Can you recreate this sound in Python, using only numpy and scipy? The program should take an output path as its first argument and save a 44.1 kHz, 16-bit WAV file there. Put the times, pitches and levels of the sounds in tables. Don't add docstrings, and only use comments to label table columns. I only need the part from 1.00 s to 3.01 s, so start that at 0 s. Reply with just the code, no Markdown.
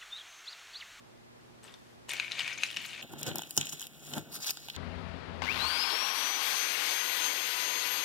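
import sys
import numpy as np
from scipy import signal
from scipy.fft import rfft, irfft, next_fast_len
from scipy.io import wavfile
from scipy.ndimage import map_coordinates

SR = 44100
rng = np.random.default_rng(int(sys.argv[2]) if len(sys.argv) > 2 else 0)


def generate_wav(sig):
    pcm = np.round(np.clip(np.atleast_2d(sig).T, -1, 1) * 32767).astype(np.int16)
    wavfile.write(sys.argv[1], SR, pcm)


def amplitude_ratio(level_db):
    exponent = np.asarray(level_db, float) / 20
    return 10 ** exponent


N = 88861

# freq_hz, level_db
TICK_COLOUR = [(3500, -17), (6000, 0.5), (8500, -4.5), (11000, -6), (15500, -10.5)]


def handling():
    # time_s, effort_db, crispness_db
    lift_effort = [(1.078, -72, 12), (1.092, -39, 11.5), (1.125, -38.5, 3.5), (1.16, -41, 3),
                   (1.22, -40.5, -2.5), (1.29, -45.5, 1.5), (1.33, -40.5, -2), (1.35, -44, 2),
                   (1.40, -34.5, -3), (1.44, -39, 0.5), (1.525, -39.5, 0), (1.56, -48, 1.5), (1.64, -38, 4),
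                   (1.69, -46, 5), (1.755, -49, 5), (1.78, -41, 0), (1.86, -44, 6), (2.015, -44.5, 0.5)]
    # freq_hz, density_db (per Hz)
    leaf_colour = [(290, -43.5), (500, -13), (629, -11.5), (1100, -10.5), (2570, -0.5), (4570, -7.5),
                   (5350, -16.5), (6740, -15.5), (15500, -59)]
    effort, crisp = curves(lift_effort)
    rub = coloured(clicks(.15, 2.5), leaf_colour) * amplitude_ratio(-6 + 2.4 * wobble(70))
    crinkle = amplitude_ratio(-8) * grains(rate=700, hz=2446, octaves=0.19, cycles=2.3, spread_db=3.5, taut_oct=0.2)
    sparkle = amplitude_ratio(-18.5) * grains(rate=800, hz=6770, octaves=.33, cycles=6.8, spread_db=5.5, taut_oct=0)
    two_sided = np.array([clicks(.1, 2.3), clicks(0.054, 2.3)])
    fizz = coloured(two_sided, TICK_COLOUR) * amplitude_ratio(-19 + 0.92 * wobble(90))
    return effort * (rub + crinkle + crisp * sparkle), effort * crisp * fizz


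def snaps():
    # start_s, peak_db, ring_hz, bright_tick_db, t60_ms
    stem_snaps = [(.6488, -45, 1330, -25, 8), (.678, -46, 3300, -30, 11), (0.71, -49, 2760, -16, 8),
                  (.7403, -38.5, 3520, -20, 8.8), (1.093, -26, 2870, -9, 8.2),
                  (1.1061, -26, 3530, -19, 9.8), (1.1342, -27.5, 2470, -30, 13),
                  (1.168, -25, 2620, -32, 6.6), (1.1984, -17.5, 2500, -49, 10.5),
                  (1.2052, -23, 2880, -33, 3.5), (1.3133, -29, 2290, -30, 9.1),
                  (1.3191, -18.5, 3930, -28, 6), (1.3912, -22, 3610, -30, 8.3),
                  (1.3938, -20, 3080, -20.5, 8.8), (1.4055, -21.5, 2860, -28, 6.5),
                  (1.4109, -19, 2930, -30, 3.3), (1.478, -24.5, 2520, -21, 10),
                  (1.536, -34, 2460, -18, 7.5), (1.5769, -27.5, 2430, -21, 6.3),
                  (1.634, -14.5, 2553, -22, 12.2), (1.7024, -31, 3400, -20, 6),
                  (1.7033, -29.5, 2800, -20, 8.6), (1.7122, -27, 3240, -22, 6.6),
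                  (1.7295, -29.5, 2980, -18, 6), (1.7434, -29.5, 2800, -20, 7),
                  (1.7636, -30, 3030, -29, 20), (1.7696, -19.5, 2730, -27, 9.2),
                  (1.9489, -31.5, 2630, -15, 4.4)]
    # ratio, level_db
    stem_partials = [(.67, -7), (1.004, 3), (1.36, -4.5), (1.599, -5.5), (1.95, -13), (2.55, -7)]
    # freq_hz, level_db
    crack_colour = [(700, -44), (1400, -9), (2400, -5), (4200, -2.5), (6500, -11), (10000, -22.5),
                    (15500, -24)]
    # freq_hz, level_db
    snap_tick_colour = [(3500, -21), (6300, -10), (8500, 0.5), (10000, -5.5), (15500, -17)]
    stiff_hz = 6020
    ring, crack, tick = np.zeros((3, N + SR))
    t = np.arange(SR // 20) / SR
    rise = 1 - np.exp(-t / .0003)
    for start_s, peak_db, ring_hz, bright_db, t60_ms in stem_snaps:
        span = slice(round(start_s * SR), round(start_s * SR) + len(t))
        noise = np.sign(rng.standard_normal((2, len(t))))
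        fall_db = -60 * t / (t60_ms / 1000)
        tone = 0
        for ratio, level_db in stem_partials:
            hz = ring_hz * ratio
            level = amplitude_ratio(level_db + rng.uniform(-0.58, 1.65)) / (1 + (hz / stiff_hz) ** 4)
            tone = tone + level * np.sin(2 * np.pi * hz * t)
        ring[span] += amplitude_ratio(peak_db - 1 + fall_db) * rise * tone
        crack[span] += amplitude_ratio(peak_db - 10 + fall_db / 0.76) * rise * noise[0]
        tick[span] += amplitude_ratio(peak_db + bright_db + 2 + fall_db / 0.91) * np.sqrt(rise) * noise[1]
    return ring[:N] + coloured(crack[:N], crack_colour), coloured(tick[:N], snap_tick_colour)


def creases():
    # start_s, level_db, pitch_hz
    crease_events = [(0.682, -44, 2760), (1.1003, -36, 2380), (1.1185, -30, 2440), (1.1444, -32, 2310),
                     (1.1836, -38, 2470), (1.2291, -33, 2200), (1.2456, -29.5, 2360), (1.2643, -39, 2370),
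                     (1.2692, -39, 2410), (1.2796, -31, 2350), (1.3012, -38, 2560), (1.3236, -36, 4000),
                     (1.3294, -37.7, 3790), (1.3686, -33, 2520), (1.3746, -36, 2540), (1.383, -28.5, 2450),
                     (1.4169, -39, 3540), (1.4296, -34, 2520), (1.4437, -34, 2220), (1.4463, -28.5, 2600),
                     (1.4566, -29, 2440), (1.4604, -33.3, 2490), (1.4631, -32, 2550), (1.4847, -35, 2440),
                     (1.4907, -33, 2430), (1.4958, -31, 2000), (1.508, -33.8, 2400), (1.5152, -33.4, 2500),
                     (1.5217, -33, 2460), (1.5254, -29, 2470), (1.5285, -29, 2360), (1.5851, -33, 2350),
                     (1.589, -39, 2240), (1.6224, -30, 2590), (1.6284, -35, 2560), (1.6422, -39, 2460),
                     (1.6462, -34, 2230), (1.687, -35, 3060), (1.6921, -34.9, 2720), (1.7255, -35, 3680),
                     (1.7764, -34, 2720), (1.7859, -35, 2880), (1.8038, -32, 3090), (1.8153, -41, 2530),
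                     (1.8419, -36, 3270), (1.8481, -35.5, 2900), (1.8693, -42, 3010), (1.8951, -38, 2950),
                     (1.8996, -41, 2760), (1.9058, -38.3, 2740), (1.931, -32.5, 2730), (1.9413, -43, 2340),
                     (1.9611, -34, 2590), (1.9783, -34, 2440), (1.9809, -44, 2570), (1.9932, -38.8, 2500)]
    # ratio, level_db
    fold_partials = [(.66, -12.5), (1, 0.5), (1.45, -9)]
    return folds(crease_events, 5.5, -3, fold_partials)


def pings():
    # start_s, level_db, pitch_hz
    ping_events = [(0.6407, -39.5, 8250), (0.7401, -46, 5950), (1.0931, -39, 6960), (1.0958, -39, 6860),
                   (1.1012, -40, 6740), (1.1156, -29, 9200), (1.1359, -38.2, 6470), (1.1682, -44, 6300),
                   (1.1979, -59, 6600), (1.2177, -45, 5300), (1.3197, -48, 5450), (1.3233, -48, 5250),
                   (1.3928, -41, 5160), (1.3949, -35, 8050), (1.4105, -45, 5510), (1.4316, -36, 6200),
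                   (1.4778, -40.3, 5500), (1.5299, -36, 6200), (1.535, -34.5, 5370), (1.5769, -52, 6070),
                   (1.5805, -34, 6330), (1.5831, -38, 6500), (1.6357, -26, 6330), (1.6651, -32.5, 5510),
                   (1.7697, -34, 5750), (1.8612, -41, 6720), (.6325, -53, 8000), (.6525, -48, 8000),
                   (.7195, -51, 8100), (.724, -53, 7900), (1.6355, -24, 4160)]
    return folds(ping_events, 11, -3, [(0.97, 0)])


def folds(events, cycles, gain_db, partials):
    x, t = np.zeros(N + SR), np.arange(SR // 100) / SR
    for start_s, level_db, pitch_hz in events:
        u = t * pitch_hz / cycles
        rough = .22 * np.cumsum(rng.standard_normal(len(t))) * np.sqrt(pitch_hz / SR)
        tone = 0
        for ratio, partial_db in partials:
            phase = 2 * np.pi * (pitch_hz * ratio * t + rng.random()) + rough
            tone = tone + amplitude_ratio(partial_db) * np.sin(phase)
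        swell = (2 * np.e * u * np.exp(-2 * u)) ** 2
        x[round(start_s * SR):][:len(t)] += amplitude_ratio(level_db + gain_db) * swell * tone
    return x[:N]


def beads():
    # start_s, peak_db
    bead_ticks = [
        (1.1348, -28.5),
        (1.7637, -41),
        (1.817, -41),
        (1.8388, -52),
        (1.8476, -46),
        (1.853, -40),
        (1.8616, -34.5),
        (1.8655, -42),
        (1.8922, -49),
        (1.7155, -42),
    ]
    # freq_hz, level_db
    bead_colour = [(4000, -34), (7000, 1), (11000, 0), (15000, 4)]
    x, t = np.zeros(N + SR), np.arange(200) / SR
    for start_s, peak_db in bead_ticks:
        noise = np.sign(rng.standard_normal(len(t)))
        x[round(start_s * SR):][:len(t)] += amplitude_ratio(peak_db - 0.5 - 60 * t / 0.0057) * noise
    return coloured(x[:N], bead_colour)


def brush():
    # time_s, effort_db, crispness_db
    brush_effort = [
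        (.626, -68, 3),
        (.634, -57, 6),
        (.685, -56.5, -2),
        (.70, -61.5, -4),
        (.75, -60, -7),
        (.765, -68.5, 5.5),
        (.96, -72, 5.5),
    ]
    # freq_hz, density_db (per Hz)
    sleeve_colour = [(240, -57), (400, -0.5), (1020, -3.5), (1690, 0.5), (2280, -6), (3310, -2),
                     (14000, -29)]
    effort, crisp = curves(brush_effort)
    rub = coloured(clicks(.1, 4.0), sleeve_colour) * amplitude_ratio(0.5 + 2.2 * wobble(59.3))
    edge = amplitude_ratio(-9.5) * coloured(clicks(0.095, 4.1), TICK_COLOUR)
    return effort * (rub + crisp * edge)


def thuds():
    # start_s, level_db, pitch_hz
    finger_bumps = [
        (.648, -53, 411),
        (.731, -58, 612),
        (1.084, -44.5, 760),
        (1.132, -43.5, 708),
        (1.16, -59, 200),
        (1.411, -55.5, 197),
        (1.769, -52.5, 209),
        (1.99, -50.5, 707),
    ]
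    x, t = np.zeros(N + SR), np.arange(SR // 8) / SR
    for start_s, level_db, pitch_hz in finger_bumps:
        u = t * pitch_hz / 11.3
        rough = 2.48 * map_coordinates(rng.standard_normal(200), [t * pitch_hz * 0.408])
        tone = np.sin(2 * np.pi * pitch_hz * t + rough)
        x[round(start_s * SR):][:len(t)] += amplitude_ratio(level_db) * 5 * u * np.exp(-3 * u) * tone
    return x[:N]


def unit(x):
    return x / np.sqrt(np.mean(x ** 2) + 1e-20)


def along(points, hz):
    f, v = np.transpose(points)
    return np.interp(np.log(hz + 1), np.log(f + 1), v)


def curves(rows):
    time_s, effort_db, crisp_db = np.transpose(rows)
    t = np.arange(N) / SR
    effort = amplitude_ratio(np.interp(t, time_s, effort_db, left=-120, right=-120))
    return effort, amplitude_ratio(np.interp(t, time_s, crisp_db))


def wobble(rate):
    knots = rng.standard_normal(int(N * rate / SR) + 4)
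    return map_coordinates(knots, [np.arange(N) * rate / SR])


def coloured(x, points):
    m = 2 * next_fast_len(N // 2 + 4096)
    cepstrum = irfft(np.log(amplitude_ratio(along(points, np.fft.rfftfreq(m, 1 / SR))) + 1e-6), m)
    cepstrum[1:m // 2] *= 2
    cepstrum[m // 2 + 1:] = 0
    h = np.exp(rfft(cepstrum))
    return irfft(rfft(x, m) * h / np.sqrt(np.mean(abs(h) ** 2)), m)[..., :N]


def grains(rate, hz, octaves, cycles, spread_db, taut_oct, count=3000):
    u, g = rng.random((count, 2)), rng.standard_normal(count)
    at = np.cumsum(-np.log(1 - u[:, 0])) / rate * SR
    taut = at > 1.66 * SR
    f = np.clip(hz * 2 ** (octaves * g + taut_oct * taut), 300, SR / 3)[:, None]
    t = np.arange(320) / SR
    size = amplitude_ratio(spread_db * np.minimum(-np.log(1 - u[:, 1:]), 1.7))
    envelope = np.exp(-t * f / cycles) * (1 - np.exp(-t * f))
    wave = size * np.sin(2 * np.pi * f * t) * envelope
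    index = at.astype(int)[:, None] + np.arange(len(t))
    return unit(np.bincount(index.ravel(), wave.ravel(), N)[:N])


def clicks(share, spread_db):
    u = rng.random((3, N))
    size = amplitude_ratio(spread_db * np.minimum(-np.log(1 - u[2]), 3.4))
    return unit((u[0] < share) * np.sign(u[1] - .5) * size)


def echo(x, decay, delay, alike):
    noise = rng.standard_normal((3, SR // 2))
    mixed = np.sqrt(alike) * noise[2] + np.sqrt(1 - alike) * noise[:2]
    hz, t, z = signal.stft(mixed, SR, nperseg=128)
    fall = amplitude_ratio(-60 * t / along(decay, hz)[:, None])
    tail = signal.istft(z * fall, SR, nperseg=128)[1]
    late = np.pad(x, (delay, 0))[None]
    return signal.fftconvolve(late, tail / np.linalg.norm(tail[0]), axes=1)[:, :N]


def air():
    # freq_hz, density_db (per Hz)
    mid_colour = [(12, -74), (20, -18), (176, -5.5), (233, -4.5), (283, -6.5), (353, -5), (384, -7.5),
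                  (4230, -22), (15700, -36)]
    # freq_hz, density_db (per Hz)
    side_colour = [(12, -65), (20, -17), (98, -0.5), (137, 0.5), (208, -6), (246, -13), (494, -1.5),
                   (5280, -19.5), (15700, -34.5)]
    # multiple (of 120 Hz), mid_db, side_db
    hum_partials = [(1, -69, -71), (2, -72, -65.5), (3, -74, -66.5)]
    t = np.arange(N) / SR
    mid = amplitude_ratio(-61.5 + .6 * wobble(8.82)) * coloured(rng.standard_normal(N), mid_colour)
    side = amplitude_ratio(-58 + .6 * wobble(9.9)) * coloured(rng.standard_normal(N), side_colour)
    for multiple, mid_db, side_db in hum_partials:
        phase = 2 * np.pi * (multiple * 120 * t + rng.random((2, 1)))
        mid = mid + np.sqrt(2) * amplitude_ratio(mid_db) * np.sin(phase[0])
        side = side + np.sqrt(2) * amplitude_ratio(side_db) * np.sin(phase[1])
    return np.array([mid + side, mid - side])


def scene():
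    # freq_hz, t60_s
    table_decay = [(1000, 0.042), (3000, 0.065), (12000, 0.063)]
    # freq_hz, t60_s
    room_decay = [(500, 0.53), (3000, 0.39), (12000, 0.48)]
    # freq_hz, towards_left_db
    left_lean = [(800, 1.5), (2500, 3.5), (5000, 2.5), (12000, 0.5)]
    body, fizz = handling()
    crack, tick = snaps()
    bright = tick + beads() + pings()
    leaves = body + crack + bright + brush() + thuds() + creases()
    near = leaves + fizz + amplitude_ratio(-9) * echo(leaves, table_decay, 60, 0.62)
    near = near + amplitude_ratio(-4.5) * echo(bright, [(5000, 0.023)], 10, 0)
    lean_db = along(left_lean, np.fft.rfftfreq(N, 1 / SR))
    near = irfft(rfft(near) * amplitude_ratio(np.array([lean_db, -lean_db])), N)
    return near + amplitude_ratio(-11) * echo(leaves, room_decay, 500, 0.094) + air()


def roll_off(x):
    return signal.sosfilt(signal.butter(12, 15820, fs=SR, output="sos"), x)


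def record(dry):
    hz = np.fft.rfftfreq(N, 1 / SR)
    top = (hz < 15800) / (1 + (hz / 15000) ** 20)
    return roll_off(irfft(rfft(dry) * top, N))


dry = scene()
out = record(dry)
generate_wav(out)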